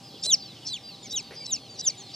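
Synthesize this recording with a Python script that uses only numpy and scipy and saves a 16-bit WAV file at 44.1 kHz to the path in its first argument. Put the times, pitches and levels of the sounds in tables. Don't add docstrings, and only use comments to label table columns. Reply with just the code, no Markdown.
import sys
import numpy as np
from scipy import signal
from scipy.fft import rfft, irfft, next_fast_len
from scipy.io import wavfile

SR = 44100
rng = np.random.default_rng(int(sys.argv[2]) if len(sys.argv) > 2 else 0)


def master(y):
    cut = np.clip(np.atleast_2d(y).T, -1, 1)
    pcm = np.round(cut * 32767)
    wavfile.write(sys.argv[1], SR, pcm.astype(np.int16))


def makeup_ratio(level_db):
    decades = np.asarray(level_db, float) / 20
    return 10 ** decades


N = 94815


def rms_one(x):
    return x / np.sqrt(np.mean(x ** 2) + 1e-20)


def at_hz(points, hz):
    table = np.array(points)
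    return np.interp(np.log(hz), np.log(table[:, 0]), table[:, 1])


def drift(rate_hz):
    r = np.exp(-2 * np.pi * rate_hz / SR)
    wander = signal.lfilter([1], [1, -2 * r, r * r], rng.standard_normal(N + 4000))
    return rms_one(wander[4000:])


def resonate(x, hz, width_hz):
    r = np.exp(-np.pi * width_hz / SR)
    poles = [1, -2 * r * np.cos(2 * np.pi * hz / SR), r * r]
    return signal.lfilter([(1 - r * r) / 2, 0, (r * r - 1) / 2], poles, x + 1e-18)


def add(out, start_s, x):
    i = max(int(start_s * SR), 0)
    out[i:i + len(x)] += x[:max(N - i, 0)]


def fade(u, share):
    return np.sin(np.pi / 2 * np.clip(np.minimum(u, 1 - u) / share, 0, 1)) ** 2


# time_s, pitch_hz, fundamental_db, octave_db
WHISTLE_1 = [
    (.2381, 3510, -37.5, -60),
    (.2621, 4033, -33.5, -43),
    (.285, 4046, -28, -36),
    (.302, 3877, -27.5, -39),
    (.308, 3605, -24, -29),
    (.331, 3000, -30.5, -16),
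    (.343, 2737, -38.5, -13.5),
    (.351, 2354, -51, -25.5),
    (.359, 2060, -48, -46),
]
WHISTLE_2 = [
    (0.668, 4340, -42, -72),
    (0.6917, 4195, -39.5, -59),
    (0.719, 3990, -36, -57),
    (.728, 4016, -33, -48),
    (.739, 3500, -30.5, -39),
    (0.744, 3310, -27, -41.5),
    (0.7459, 3670, -36, -49),
    (0.765, 2990, -37.5, -47),
    (0.784, 2020, -55, -69),
]
WHISTLE_3 = [
    (1.112, 3650, -46, -59),
    (1.136, 3836, -35, -51),
    (1.155, 3795, -31, -48.5),
    (1.162, 3426, -33.5, -29.5),
    (1.179, 3013, -35.5, -25.5),
    (1.191, 2750, -43.5, -35.5),
    (1.196, 2625, -40, -34.5),
    (1.213, 1960, -61, -44.5),
]
WHISTLE_4 = [
    (1.466, 3973, -46.0, -53),
    (1.497, 3926, -41.5, -54.5),
    (1.509, 3787, -37, -44),
    (1.52, 3410, -42.5, -31),
    (1.531, 3170, -55, -21.5),
    (1.536, 2960, -50, -21),
    (1.546, 2815, -44, -29.5),
    (1.556, 2510, -61, -32),
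    (1.569, 2050, -57, -40),
]
WHISTLE_5 = [
    (1.817, 3990, -49, -79),
    (1.842, 3850, -40, -46),
    (1.863, 3480, -37.5, -29),
    (1.874, 3100, -44, -18),
    (1.883, 2930, -52, -17.5),
    (1.89, 2766, -53, -25.5),
    (1.893, 2856, -59, -45),
    (1.9, 2405, -47.5, -29),
    (1.911, 1980, -61, -40.5),
]
# frequency_hz, gain_db
OVERTONE_THROAT = [(6000, 0), (7500, -8), (8800, -15), (9500, -27), (10400, -8), (11400, -6), (12400, -21),
                   (14000, -38)]


def whistles():
    edge_s, wobble_share = 0.00093, 0.0028
    third_db, fourth_db, overtone_follows = -54.5, -69, 0.58
    low_rough_db, overtone_rough_db, overtone_rise = 1.2, 4.5, 0.17
    hiss_hz, hiss_width_hz, hiss_db = 14000, 900, -47
    out, wobble, rasp = np.zeros(N), drift(390), drift(180)
    hiss = resonate(rng.standard_normal(N), hiss_hz, hiss_width_hz)
    hiss_noise = rms_one(resonate(hiss, hiss_hz, hiss_width_hz))
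    for rows in (WHISTLE_1, WHISTLE_2, WHISTLE_3, WHISTLE_4, WHISTLE_5):
        s, *columns = np.transpose(rows)
        length_s = s[-1] - s[0]
        t = np.arange(s[0], s[-1], 1 / SR)
        first = int(s[0] * SR)
        now = slice(first, first + len(t))
        hz, low_db, octave_db = [np.interp(t, s, c) for c in columns]
        phase = 2 * np.pi * np.cumsum(hz * (1 + wobble_share * wobble[now])) / SR
        swing_db = overtone_follows * (octave_db - third_db)
        fundamental = makeup_ratio(low_db + low_rough_db * rasp[now]) * np.sin(phase)
        hiss_part = makeup_ratio(hiss_db - swing_db / 2 + 6) * hiss_noise[now]
        voice = fundamental + makeup_ratio(octave_db) * (np.sin(2 * phase) + hiss_part)
        rise = np.minimum((t - s[0]) / length_s / overtone_rise, 1)
        for k, db in ((3, third_db), (4, fourth_db)):
            level_db = db + swing_db + at_hz(OVERTONE_THROAT, k * hz) + overtone_rough_db * rasp[now]
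            voice = voice + makeup_ratio(level_db) * rise * np.sin(k * phase)
        envelope = fade(np.linspace(0, 1, len(t)), edge_s / length_s)
        add(out, s[0], np.sqrt(2) * voice * envelope)
    return out


# start_s, end_s, level_db, throat_start_hz, last_rate_per_s
CREAK_PUFFS = [
    (0.2277, 0.2648, -31.5, 5340, 285),
    (0.654, 0.6925, -35, 4930, 435),
    (1.103, 1.1286, -39.5, 5310, 885),
    (1.453, 1.468, -37, 5210, 885),
    (1.781, 1.8137, -34, 4540, 946),
    (2.1311, 2.1573, -38.5, 4410, 905),
]
# middle_hz, end_hz, width_hz, upper_resonance_db
CREAK_RESONANCES = [
    (5300, 4900, 1520, -4),
    (5480, 4700, 810, -23),
    (5600, 5600, 1140, -18),
    (5400, 5100, 1160, -21),
    (5330, 5320, 1040, -23),
    (4950, 5600, 740, -27),
]


def creaks():
    first_per_s, slowing, jitter = 950, 1.6, .03
    swell_db, uneven_db, rise = 7, 3, 0.38
    upper_ratio = 1.57
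    out, t = np.zeros(N), np.arange(200) / SR
    for (start, end, db, start_hz, last_per_s), throat in zip(CREAK_PUFFS, CREAK_RESONANCES):
        middle_hz, end_hz, width_hz, upper_db = throat
        u = np.linspace(0, 1, int((end - start) * SR))
        rough = signal.lfilter([.1], [1, -.97], rng.standard_normal(3000))[:len(u)]
        own_db = uneven_db * rng.standard_normal(60)
        rate = first_per_s + (last_per_s - first_per_s) * u ** slowing
        rate = rate * (1 + 2 * jitter * rough)
        puffs_left = np.cumsum(rate[::-1])[::-1] / SR + .9
        puff_at = np.flatnonzero(np.diff(np.floor(puffs_left)))[::-1]
        ring = (width_hz * t) ** 3 * np.exp(-7 * width_hz * t)
        creak = np.zeros(len(u) + len(t))
        for i, puff_db in zip(puff_at, own_db):
            throat_hz = np.interp(u[i], [0, .5, 1], [start_hz, middle_hz, end_hz])
            phase = 2 * np.pi * throat_hz * t
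            size = makeup_ratio(swell_db * (np.sqrt(u[i]) - 1) + puff_db) * min(u[i] / rise, 1)
            upper = makeup_ratio(upper_db) * np.sqrt(u[i]) * np.sin(upper_ratio * phase)
            creak[i:i + len(t)] += size * ring * (np.sin(phase) + upper)
        add(out, start, makeup_ratio(db) * rms_one(creak))
    return out


def arcs(rows, top_at, rising=False, order=2):
    throat_hz, throat_db_per_oct = 5300, 12
    out, flutter = np.zeros(N), makeup_ratio(2.5 * drift(140))
    for start, end, first, second, db in rows:
        u = np.linspace(0, 1, int((end - start) * SR))
        at = -.25 if first > 6200 else top_at
        if rising:
            top, far, reach = second, first, at
        else:
            top, far, reach = first, second, 1 - at
        hz = top - (top - far) * np.abs((u - at) / reach) ** order
        off_octaves = np.abs(np.log2(hz / throat_hz))
        level_db = db - throat_db_per_oct * (off_octaves - off_octaves.min())
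        phase = 2 * np.pi * np.cumsum(hz) / SR
        add(out, start, np.sqrt(2) * makeup_ratio(level_db) * fade(u, .18) * np.sin(phase))
    return out * flutter


# start_s, end_s, from_hz, top_hz, level_db
LEAD_SQUEAKS = [
    (.2221, .2421, 4600, 5200, -33),
    (.643, .69, 4630, 5640, -42.5),
    (1.091, 1.127, 4830, 5810, -44),
    (1.4421, 1.4701, 4880, 5340, -45.5),
    (2.101, 2.161, 4410, 4730, -59),
]


def lead_squeaks():
    return arcs(LEAD_SQUEAKS, 0.6, rising=True)


# time_s, level_db, centre_hz, t60_s
HAND_TOUCHES = [
    (.14, -47, 304, 0.16),
    (0.25, -46, 455, 0.2),
    (1.228, -50, 8000, 0.012),
    (1.308, -47.5, 430, 0.27),
    (1.307, -50.5, 1980, 0.3),
    (.3, -42, 5200, .02),
    (1.952, -56, 10000, .012),
]


def touches():
    out = np.zeros(N)
    for s, db, hz, t60 in HAND_TOUCHES:
        puff = rng.standard_normal(6000) * makeup_ratio(-60 * np.arange(6000) / SR / t60)
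        band = resonate(resonate(puff, hz, hz), hz, hz / 2)
        add(out, s, makeup_ratio(db + 16.5) * band * np.sqrt(SR / hz / 20))
    return out


# start_s, end_s, top_hz, end_hz, level_db
BROOD_PEEPS = [(.665, .712, 7100, 5500, -44), (.695, .76, 4740, 4300, -45), (.826, .972, 4810, 3390, -45.5),
               (1.025, 1.082, 7300, 5300, -42.5), (1.02, 1.08, 3700, 2640, -52),
               (1.046, 1.076, 2284, 2100, -52.5), (1.095, 1.14, 4850, 4300, -44.5),
               (1.4, 1.445, 2320, 2230, -53.5), (1.562, 1.585, 2760, 2480, -50),
               (1.913, 1.96, 2370, 2020, -57), (1.955, 2.03, 3790, 2860, -52.5),
               (1.972, 2.031, 7300, 5500, -44.5), (.209, .241, 7540, 6400, -54)]
# start_s, end_s, top_hz, end_hz, level_db
MORE_PEEPS = [(0.312, .354, 2750, 1000, -51), (1.158, 1.19, 2900, 2000, -52), (1.86, 1.895, 2800, 1500, -53),
              (.885, .925, 2800, 2400, -54), (1.349, 1.376, 5860, 5390, -54), (.555, .6, 3100, 2450, -54),
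              (0.14, .185, 3450, 2700, -54), (.625, .672, 3000, 2100, -53), (1.698, 1.72, 7200, 6100, -57),
              (2.095, 2.13, 7500, 5700, -59), (1.395, 1.44, 8600, 6500, -60), (1.44, 1.5, 4300, 3500, -50)]
# start_s, end_s, top_hz, end_hz, level_db
HELD_PEEPS = [(0.02, .135, 5050, 2700, -51), (.365, .445, 5000, 4300, -49), (.405, .482, 4680, 4150, -46),
              (.475, .535, 4050, 3100, -48), (.36, .475, 4300, 2650, -54), (.45, .5, 5400, 4700, -54),
              (1.59, 1.72, 4350, 2800, -53), (1.685, 1.785, 4680, 3100, -47), (1.84, 1.94, 4930, 3700, -47),
              (1.99, 2.13, 4300, 3000, -51), (1.715, 1.775, 7050, 5800, -57), (1.765, 1.8, 5700, 5600, -51),
              (1.235, 1.3, 4550, 4000, -54), (1.352, 1.47, 4900, 4150, -42.5),
              (1.32, 1.36, 10300, 8500, -62)]


def brood():
    return arcs(BROOD_PEEPS + MORE_PEEPS, .2) + arcs(HELD_PEEPS, .2, order=3)


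def crowd():
    peeps_per_s, centre_hz, spread, fall, level_db = 82, 4300, .16, 0.3, -61
    draw = rng.random((300, 4))[:int(peeps_per_s * N / SR)]
    start = draw[:, 0] * N / SR
    end = start + .05 + 0.065 * draw[:, 2]
    top = centre_hz * np.exp(spread * 3.5 * (draw[:, 1] - .5))
    db = level_db + 8 * (draw[:, 3] - .5)
    return arcs(np.transpose([start, end, top, top * (1 - fall), db]), 0.191)


# frequency_hz, density_db_per_hz
AIR_SPECTRUM = [(18, -47), (30, -25.5), (159, 0.5), (340, -7), (784, -12), (1470, -25), (4280, -11.5),
                (4870, -16), (15400, -41)]
# centre_hz, width_hz, level_db
MOTOR_TONES = [(120, 12, -60), (790, 40, -67), (1171, 14, -74)]
# frequency_hz, likeness
AIR_LIKENESS = [(1000, 1), (2500, 1), (6000, .75), (15000, 0.8)]


def air():
    whine_hz, whine_db = 788, -64
    noise, white = 0, rng.standard_normal((2, 2, N))
    edges = 25 * 2 ** np.arange(0, 9.4, 1 / 3)
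    for k, (low, high) in enumerate(zip(edges, edges[1:])):
        band = signal.butter(2, [low, high], "band", fs=SR, output="sos")
        mid, side = signal.sosfilt(band, white[k % 2])
        hz = np.sqrt(low * high)
        alike = np.clip(at_hz(AIR_LIKENESS, hz), -1, 1)
        stereo = np.sqrt(1 + alike) * mid + np.sqrt(1 - alike) * side * [[1], [-1]]
        noise = noise + makeup_ratio(at_hz(AIR_SPECTRUM, hz) + 2 * drift(4.3)) * stereo
    hum = np.zeros(N)
    for hz, width_hz, db in MOTOR_TONES:
        tone = resonate(resonate(rng.standard_normal(N + SR), hz, width_hz), hz, width_hz)
        hum += makeup_ratio(db) * rms_one(tone[SR:])
    whine = np.sqrt(2) * makeup_ratio(whine_db) * np.sin(2 * np.pi * whine_hz * np.arange(N) / SR)
    return makeup_ratio(-49) * rms_one(noise) + hum + whine


def room(x):
    t60_s, wall_cut_hz = 0.18, 8700
    size = next_fast_len(N + SR)
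    w = 2 * np.pi * np.arange(size // 2 + 1) / size
    spec, out = rfft(x, size), np.zeros((2, N))
    dull = 1 / (1 + 1j * w * SR / (2 * np.pi * wall_cut_hz * 2))
    for k, lag in enumerate(rng.uniform(.008, .035, 16) * SR):
        loop = makeup_ratio(-60 * lag / SR / t60_s) * dull * np.exp(-1j * w * lag)
        echoes = irfft(spec * loop / (1 - loop), size)[:N]
        out[k % 2] += echoes * (-1) ** (k // 2) / 2
    return out


def ports(x):
    lag_s = 2e-5
    size = next_fast_len(N)
    bins = np.arange(size // 2 + 1)
    turn = np.exp(1j * np.pi * lag_s * SR * bins / size * np.array([[1], [-1]]))
    return irfft(rfft(x, size) * turn, size)[:, :N]


def scene():
    held = whistles() + creaks() + lead_squeaks()
    hands = touches()
    others, far = brood(), crowd()
    wet = room(makeup_ratio(-21.5) * held + makeup_ratio(-30) * others + makeup_ratio(-15) * far)
    return ports(held + others + far + hands) + wet + air()


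def band_limit(x):
    return signal.sosfilt(signal.butter(12, 15520, fs=SR, output="sos"), x)


def record(dry):
    return band_limit(dry)


dry = scene()
out = record(dry)
master(out)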